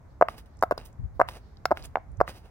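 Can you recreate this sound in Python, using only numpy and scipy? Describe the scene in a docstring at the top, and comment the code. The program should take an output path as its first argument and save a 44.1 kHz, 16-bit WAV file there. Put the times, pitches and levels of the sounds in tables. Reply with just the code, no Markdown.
"""A quiet street of wet asphalt: stiletto heels walk along, followed closely by a low microphone.
Each heel lands with a quick double knock that rings the shoe, the sole slaps down, and wet grit
fizzes as the weight rolls on. Three times the swinging heel catches the road between steps.
Trouser cloth swishes faintly, and air buffets the microphone over a distant traffic rumble."""
import sys
import numpy as np
from scipy import signal
from scipy.fft import rfft, irfft
from scipy.io import wavfile
from scipy.ndimage import uniform_filter1d, minimum_filter1d

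SR = 44100
rng = np.random.default_rng(int(sys.argv[2]) if len(sys.argv) > 2 else 0)


def int16_out(signal):
    """Quantize to a 16-bit WAV file."""
    q = np.round(np.clip(np.atleast_2d(signal).T, -1, 1) * 32767)
    wavfile.write(sys.argv[1], SR, q.astype(np.int16))


N = 110250
TIME, HZ = np.arange(N) / SR, np.fft.rfftfreq(N, 1 / SR)


def amp(db):
    """Decibels to gain."""
    return 10 ** (np.asarray(db) / 20)


def unit(x):
    """Scales to rms 1."""
    return x / np.sqrt(np.mean(x ** 2) + 1e-20)


def read(curve, hz):
    """Reads a curve along log frequency."""
    points_hz, values = np.transpose(curve)
    return np.interp(np.log(hz + 1), np.log(points_hz), values)


def equalise(x, curve):
    """Minimum-phase EQ, so no ringing comes ahead of an attack."""
    log_gain = np.log(amp(read(curve, HZ)))
    mirrored = np.r_[log_gain, log_gain[-2:0:-1]]
    phase = -signal.hilbert(irfft(rfft(mirrored))).imag[:len(log_gain)]
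    return irfft(rfft(x) * np.exp(log_gain + 1j * phase), N)


def add(mix, start, sound):
    """Mixes a sound in at a time in seconds."""
    part = mix[round(start * SR):][:len(sound)]
    part += sound[:len(part)]


def swell(t, rise, fall):
    """A rounded rise to time zero, then an exponential fall."""
    return np.exp(-(np.minimum(t, 0) / rise) ** 2 - np.maximum(t, 0) / fall)


def pan(pair, left_db):
    """Turns the left channel up and the right down by the same amount."""
    return pair * amp([[left_db], [-left_db]])


def underfoot(x, lag_s=0.00012):
    """Places a sound at the sole: the microphone's right port hears it later."""
    late = irfft(rfft(x) * np.exp(-2j * np.pi * HZ * lag_s), N)
    return np.array([x, late])


# Tone of the traffic bed (frequency [Hz], gain [dB])
TRAFFIC_EQ = [(15, -25), (30, -5.5), (55, 2.5), (100, -3), (170, -13), (350, -22), (850, -24.5),
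              (1500, -32.5), (2200, -39), (2900, -51.5), (5000, -50), (8000, -55), (16000, -64.5)]
# Its stereo image (frequency [Hz], left-right correlation [0..1])
TRAFFIC_CORRELATION = [(30, 0.55), (120, 1), (500, 0.3), (1500, 0.21), (3000, 0.14), (16000, 0.078)]

def traffic(level_db=-47.5, waver_db=0.5):
    """Distant traffic: a low rumble and a faint, wide wash, wavering slowly."""
    left, independent, drift = rng.standard_normal((3, N))
    shared = read(TRAFFIC_CORRELATION, HZ)
    right = irfft(rfft(left) * shared + rfft(independent) * np.sqrt(1 - shared ** 2), N)
    waver = unit(irfft(rfft(drift) * np.exp(-HZ / 4), N))
    bed = unit(equalise(np.array([left, right]), TRAFFIC_EQ))
    return amp(level_db + waver_db * waver) * bed


# Leg swings (peak time [s], rise [s], fall [s], level [dB])
SWISHES = [(.12, .04, 0.044, -77), (.55, .06, 0.067, -76.5), (1.161, 0.02, .03, -76.5),
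           (1.459, 0.06, 0.14, -72.5), (1.991, 0.037, .04, -86)]
# Tone of the cloth (frequency [Hz], gain [dB])
CLOTH_EQ = [(500, -25), (2000, -9), (4000, 8.5), (5500, 4), (8000, -17), (16000, -17.5)]

def trouser_swishes():
    """Cloth brushes with a faint hiss as a leg swings."""
    envelope = sum(amp(db) * swell(TIME - peak, rise, fall) for peak, rise, fall, db in SWISHES)
    return envelope * unit(equalise(rng.standard_normal((2, N)), CLOTH_EQ))


# Bearing of the striking shoe (time [s], right port's delay [ms])
SHOE_BEARING = [(.21, 0.13), (.29, 0.15), (.63, 0.071), (.71, 0.2), (1.2, .16), (1.29, 0.18), (1.66, 0.054),
                (1.72, 0.17), (1.96, -0.059), (2.21, 0.15)]

def add_hit(pair, start, sound):
    """Mixes one hit into both ports, offset in time by the shoe's bearing."""
    delay_ms = np.interp(start, *np.transpose(SHOE_BEARING))
    add(pair[0], start, sound)
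    add(pair[1], start + delay_ms / 1000, sound)


# Heel knocks and sole slaps (time [s], level [dB], contact time [ms], ring send [dB],
# ring tilt [dB/octave], ring pitch [ratio], reflection send [dB], grit crack level [dB])
HEEL_HITS = [(0.2129, -8, 0.42, 2.5, 1, 0.95, -6.5, -39.5), (0.224, -12, .33, 10.5, -5, 0.92, -11, -38.5),
             (0.6262, -6, 0.37, -9.5, 3.5, 0.97, -10.5, -29), (0.6356, -16, 0.43, 7.5, 5, 0.98, -36, -32),
             (0.7114, -13.5, 0.32, 1.5, -14, 0.86, -5.5, -36), (.7204, -18.5, 0.34, -1, 4.5, 2, -10, -44),
             (0.7233, -18, 0.88, 6, 14.5, 1, -10, -47), (1.1963, -13, .54, -24, 10, 1.6, -12, -51),
             (1.2002, -6.5, 0.36, -5, -3.5, 0.89, -10, -38), (1.2095, -29, 0.42, 20, -6, 1.08, -2.5, -63),
             (1.2147, -2.5, .3, -3.5, -2, 0.96, -11, -35), (1.6557, -21, 0.34, 6.5, 10, 1.02, -13.5, -23),
             (1.7091, -25.5, 0.59, 2.5, 17.5, 1.04, -4, -47),
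             (1.7144, -21.5, 0.36, 14.5, -9, 0.91, -23, -43), (1.7194, -10, 0.55, -15, 23.5, 1.03, -5, -47),
             (1.7225, -10.5, 0.6, -3.5, 11, 0.99, -41, -46.5),
             (1.9565, -23, 0.27, 12.5, -14.5, 1.07, -10, -48),
             (1.9704, -25, 0.37, 6, -11, 0.97, -17.5, -58),
             (1.9813, -40.5, 0.46, 11.5, -19, 1.05, -24, -66.5),
             (2.2041, -27, 0.3, 11.5, 2, 0.85, -33, -42.5), (2.2129, -9, 0.54, 4.5, 11.5, 1.003, -7, -38)]
SOLE_HITS = [(0.2854, -24.5, .18, -4.5, 9, 0.91, -12.5, -39.5),
             (0.7781, -33.5, 0.62, 2, 23.5, 1.11, -9, -39.5),
             (1.2877, -19.5, 0.16, -11.5, -28, 1.35, -31, -37),
             (1.7726, -26, 0.15, -11, 7.5, 1.07, -18, -43.5),
             (2.2783, -35.5, 0.2, -6.5, 16.5, 0.92, -31, -43)]
# The shoe's resonances (frequency [Hz], level [dB], time to fall 60 dB [s])
SHOE_MODES = [(615.6, -11.5, .013), (733, 1.5, 0.023), (978, -7, 0.007), (1340, -2.5, 0.02),
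              (1565, -6.5, 0.0075), (2070, -6, .009), (2870, -21, .007)]
# How the shoe radiates, and the tone of cracking grit (frequency [Hz], gain [dB])
SHOE_EQ = [(100, -6), (280, 0), (550, -1.5), (850, 1), (1200, 0.5), (2200, 0.5), (3500, 3)]
CRACK_EQ = [(300, -27), (1500, -9), (2500, -1.5), (4000, 1), (5100, 4.5), (6500, -7.5), (10000, -3),
            (16000, -5.5)]

def shoe_knocks(reflection_s=0.001872, preroll_s=0.005):
    """Each contact pushes out a pulse, rings the shoe and cracks grit; the load shifts the ring."""
    body, cracks = np.zeros((2, 2, N))
    t = np.arange(2048) / SR - preroll_s
    pivot_hz = SHOE_MODES[1][0]
    for time, db, contact_ms, ring_db, tilt, pitch, reflection_db, crack_db in HEEL_HITS + SOLE_HITS:
        start = time - preroll_s
        contact = t / (contact_ms / 1000)
        force = np.exp(-contact ** 2)
        pulse = (1 - 2 * contact ** 2) * force
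        ring = np.zeros(len(t))
        for hz, mode_db, t60 in SHOE_MODES:
            envelope = (t > 0) * amp(mode_db + tilt * np.log2(hz / pivot_hz) - 60 * abs(t) / t60)
            ring += envelope * np.cos(2 * np.pi * hz * pitch * t)
        exciter = force ** 3  # a longer contact dulls the ring
        ring = signal.fftconvolve(ring, exciter / exciter.sum())[round(preroll_s * SR):][:len(t)]
        knock = amp(db) * (pulse + amp(ring_db) * ring)
        add_hit(body, start, knock)
        add_hit(body, start + reflection_s, amp(reflection_db) * knock)  # bounce close to the foot
        crack = swell(t, rise=0.001, fall=0.0018) * rng.standard_normal(len(t))
        add_hit(cracks, start, amp(crack_db) * crack)
    return equalise(body, SHOE_EQ) + pan(equalise(cracks, CRACK_EQ), left_db=3)


def heel_pings(hz=5136, t60=0.0091, attack_s=0.0002):
    """The hard heel tip pings briefly on the hardest cracks."""
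    out, t = np.zeros((2, N)), np.arange(2048) / SR
    envelope = np.minimum(t / attack_s, 1) * amp(-60 * t / t60)
    ping = envelope * np.sin(2 * np.pi * hz * t)
    hardest_db = max(crack_db for *_, crack_db in HEEL_HITS)
    for time, *_, crack_db in HEEL_HITS:
        ping_db = -20 - 2 * (hardest_db - crack_db)  # drops twice as steeply as the crack
        add_hit(out, time - attack_s, amp(ping_db) * ping)
    return pan(out, left_db=1.5)


# Snapping grit (time [s], level [dB], pitch [Hz])
GRIT_TICKS = [(0.287, -17, 1000), (0.571, -56, 6500), (0.591, -51, 6000), (.612, -47.5, 6700),
              (0.78, -29, 4070), (0.813, -44, 2440), (0.929, -57, 6800), (1.236, -32, 1007),
              (1.251, -39, 1100), (1.571, -46.5, 4170), (1.825, -42, 4730), (1.8562, -37, 8300),
              (1.957, -20.5, 2180), (2.119, -59, 7500), (2.172, -58, 6300), (2.25, -44, 850)]

def grit_ticks(fall_s=0.00071, width_octaves=0.45):
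    """Single bits of grit snap, each a tiny noise burst around its own pitch."""
    out, t = np.zeros(N), np.arange(1024) / SR
    bins_hz, middle = np.fft.rfftfreq(len(t), 1 / SR), t.mean()
    for time, db, hz in GRIT_TICKS:
        band = np.exp(-(np.log2((bins_hz + 1) / hz) / width_octaves) ** 2)
        snap = swell(t - middle, fall_s / 2, fall_s) * rng.standard_normal(len(t))
        add(out, time - middle, amp(db) * irfft(rfft(snap) * unit(band)))
    return underfoot(out)


def sole_thuds(hz=72.4, fall_s=0.0078, level_db=-35.5):
    """The weight arrives on the sole: a soft low push just after each slap."""
    out, t = np.zeros(N), np.arange(4096) / SR
    thud = amp(level_db) * np.exp(-t / fall_s) * np.sin(2 * np.pi * hz * t)
    for time, *_ in SOLE_HITS:
        add(out, time + 0.007, thud)
    return underfoot(out)


# Scuffs on the wet road (peak time [s], rise [s], fall [s], level [dB], treble tilt [dB/octave])
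SCUFFS = [(0.296, .006, 0.051, -51.5, 0), (0.344, 0.0046, .012, -56.5, -2.5), (0.387, .012, .012, -42.5, 2),
          (.461, .003, 0.0097, -60, 0.5), (0.784, 0.0056, 0.044, -51.5, -1.5),
          (0.86, 0.0088, 0.011, -41, 5.5), (1.160, .02, .04, -65, 13), (1.295, 0.012, 0.0031, -41.5, 0.5),
          (1.311, 0.018, 0.037, -49.5, 0.5), (1.37, 0.034, 0.0123, -49.5, -0.5),
          (1.448, 0.02, 0.032, -79.5, -2.5), (1.782, 0.02, 0.045, -51, -1), (1.852, .016, 0.0098, -40.5, 2),
          (2.29, 0.014, 0.02, -40.5, 0), (2.372, .035, 0.022, -51, 0.5), (2.461, 0.025, .025, -60, -1.5)]
# Tone of the fizz (frequency [Hz], gain [dB])
SCUFF_EQ = [(100, 11.5), (300, 13.5), (700, 13), (1300, 5), (2400, 5), (4500, 1.5), (7500, -7.5),
            (11000, -6.5), (16000, -11)]

def wet_scuffs(grains_per_s=3000, spread_db=5):
    """Water and fine grit fizz under the rolling sole, half crackle and half hiss."""
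    out = np.zeros(N)
    octaves = np.log2(np.maximum(HZ, 500) / 5000)  # the tilt is flat below 500 Hz
    for peak, rise, fall, db, tilt in SCUFFS:
        grain_db = spread_db * np.minimum(rng.exponential(1, N), 4)
        grains = amp(grain_db) * rng.choice([-1, 1], N)
        crackle = unit(grains * (rng.random(N) < grains_per_s / SR))
        fizz = crackle + rng.standard_normal(N)
        tilted = unit(irfft(rfft(fizz) * amp(tilt * octaves), N))
        out += amp(db) * swell(TIME - peak, rise, fall) * tilted
    return pan(underfoot(equalise(out, SCUFF_EQ)), left_db=-0.55)


# Puffs of air (peak time [s], rise [s], fall [s], left level [dB], right level [dB])
BUFFETS = [(0.999, 0.0084, 0.036, -23.5, -40), (1.04, 0.0164, .05, -28.5, -43),
           (1.19, .06, 0.087, -45, -36.5), (1.83, 0.033, 0.09, -41, -40), (2.108, 0.023, 0.089, -44, -38),
           (2.202, 0.018, 0.017, -42.5, -25)]
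# Their bass-heavy tone (frequency [Hz], gain [dB])
BUFFET_EQ = [(15, -24), (30, -12.5), (50, 7), (110, 1.5), (200, -18), (400, -33), (1500, -65.5),
             (16000, -106.5)]

def air_buffets():
    """Moving air thumps each microphone port separately."""
    out = np.zeros((2, N))
    for peak, rise, fall, left_db, right_db in BUFFETS:
        air = unit(equalise(rng.standard_normal((2, N)), BUFFET_EQ))
        out += air * amp([[left_db], [right_db]]) * swell(TIME - peak, rise, fall)
    return out


# Reverb tail off the house fronts (frequency [Hz], time to fall 60 dB [s])
TAIL_DECAY = [(150, .25), (700, 0.27), (2000, 0.42), (6000, 0.14), (16000, 0.36)]
# Tone of the early scatter (frequency [Hz], gain [dB])
SCATTER_EQ = [(200, -20.5), (1500, -15.5), (3500, -5.5), (16000, -8.5)]

def street_reverb(x, tail_db=-23.5, scatter_s=0.0031):
    """Quick, bright scatter from kerb and legs, then a faint tail from the house fronts."""
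    hz, t, bands = signal.stft(rng.standard_normal((2, SR)), SR, nperseg=256)
    decay = amp(-60 * t / read(TAIL_DECAY, hz)[:, None])
    tail = signal.istft(bands * decay, SR, nperseg=256)[1][:, :SR]
    scatter = unit(rng.standard_normal((2, N)) * np.exp(-TIME / scatter_s)) / np.sqrt(N)
    response = amp(tail_db) * unit(tail) / np.sqrt(SR) + equalise(scatter, SCATTER_EQ)[:, :SR]
    return signal.fftconvolve(x, response, axes=1)[:, :N]


def scene():
    """The walker feeds the street reverb; air and traffic sit underneath."""
    walker = shoe_knocks() + heel_pings() + sole_thuds()
    walker += wet_scuffs() + grit_ticks() + trouser_swishes()
    return walker + street_reverb(walker) + air_buffets() + traffic()


# Colour of each microphone port (frequency [Hz], gain [dB])
LEFT_EQ = [(100, -2), (2000, -0.5), (3800, -2.5), (5000, -5.5), (6500, 4), (9000, -7), (16000, -1)]
RIGHT_EQ = [(100, -1.2), (2000, -0.36), (4000, 0.85), (5000, 0.22), (6200, 1), (9000, 2.6), (16000, 6.5)]

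def record(dry):
    """The microphone chain: each port's colour, a fast peak limiter, then a steep high cut."""
    ceiling, smoothing_s, high_cut_hz = 0.98, 0.0025, 16100
    ports = np.array([equalise(dry[0], LEFT_EQ), equalise(dry[1], RIGHT_EQ)])
    span = round(smoothing_s * SR)
    overshoot = np.maximum(abs(ports).max(0) / ceiling, 1)
    held_gain = minimum_filter1d(1 / overshoot, 2 * span)
    gain = uniform_filter1d(uniform_filter1d(held_gain, span), span)
    high_cut = signal.firwin(255, high_cut_hz, window=("kaiser", 9), fs=SR)
    return signal.oaconvolve(ports * gain, high_cut[None], "same")


dry = scene()
out = record(dry)
int16_out(out)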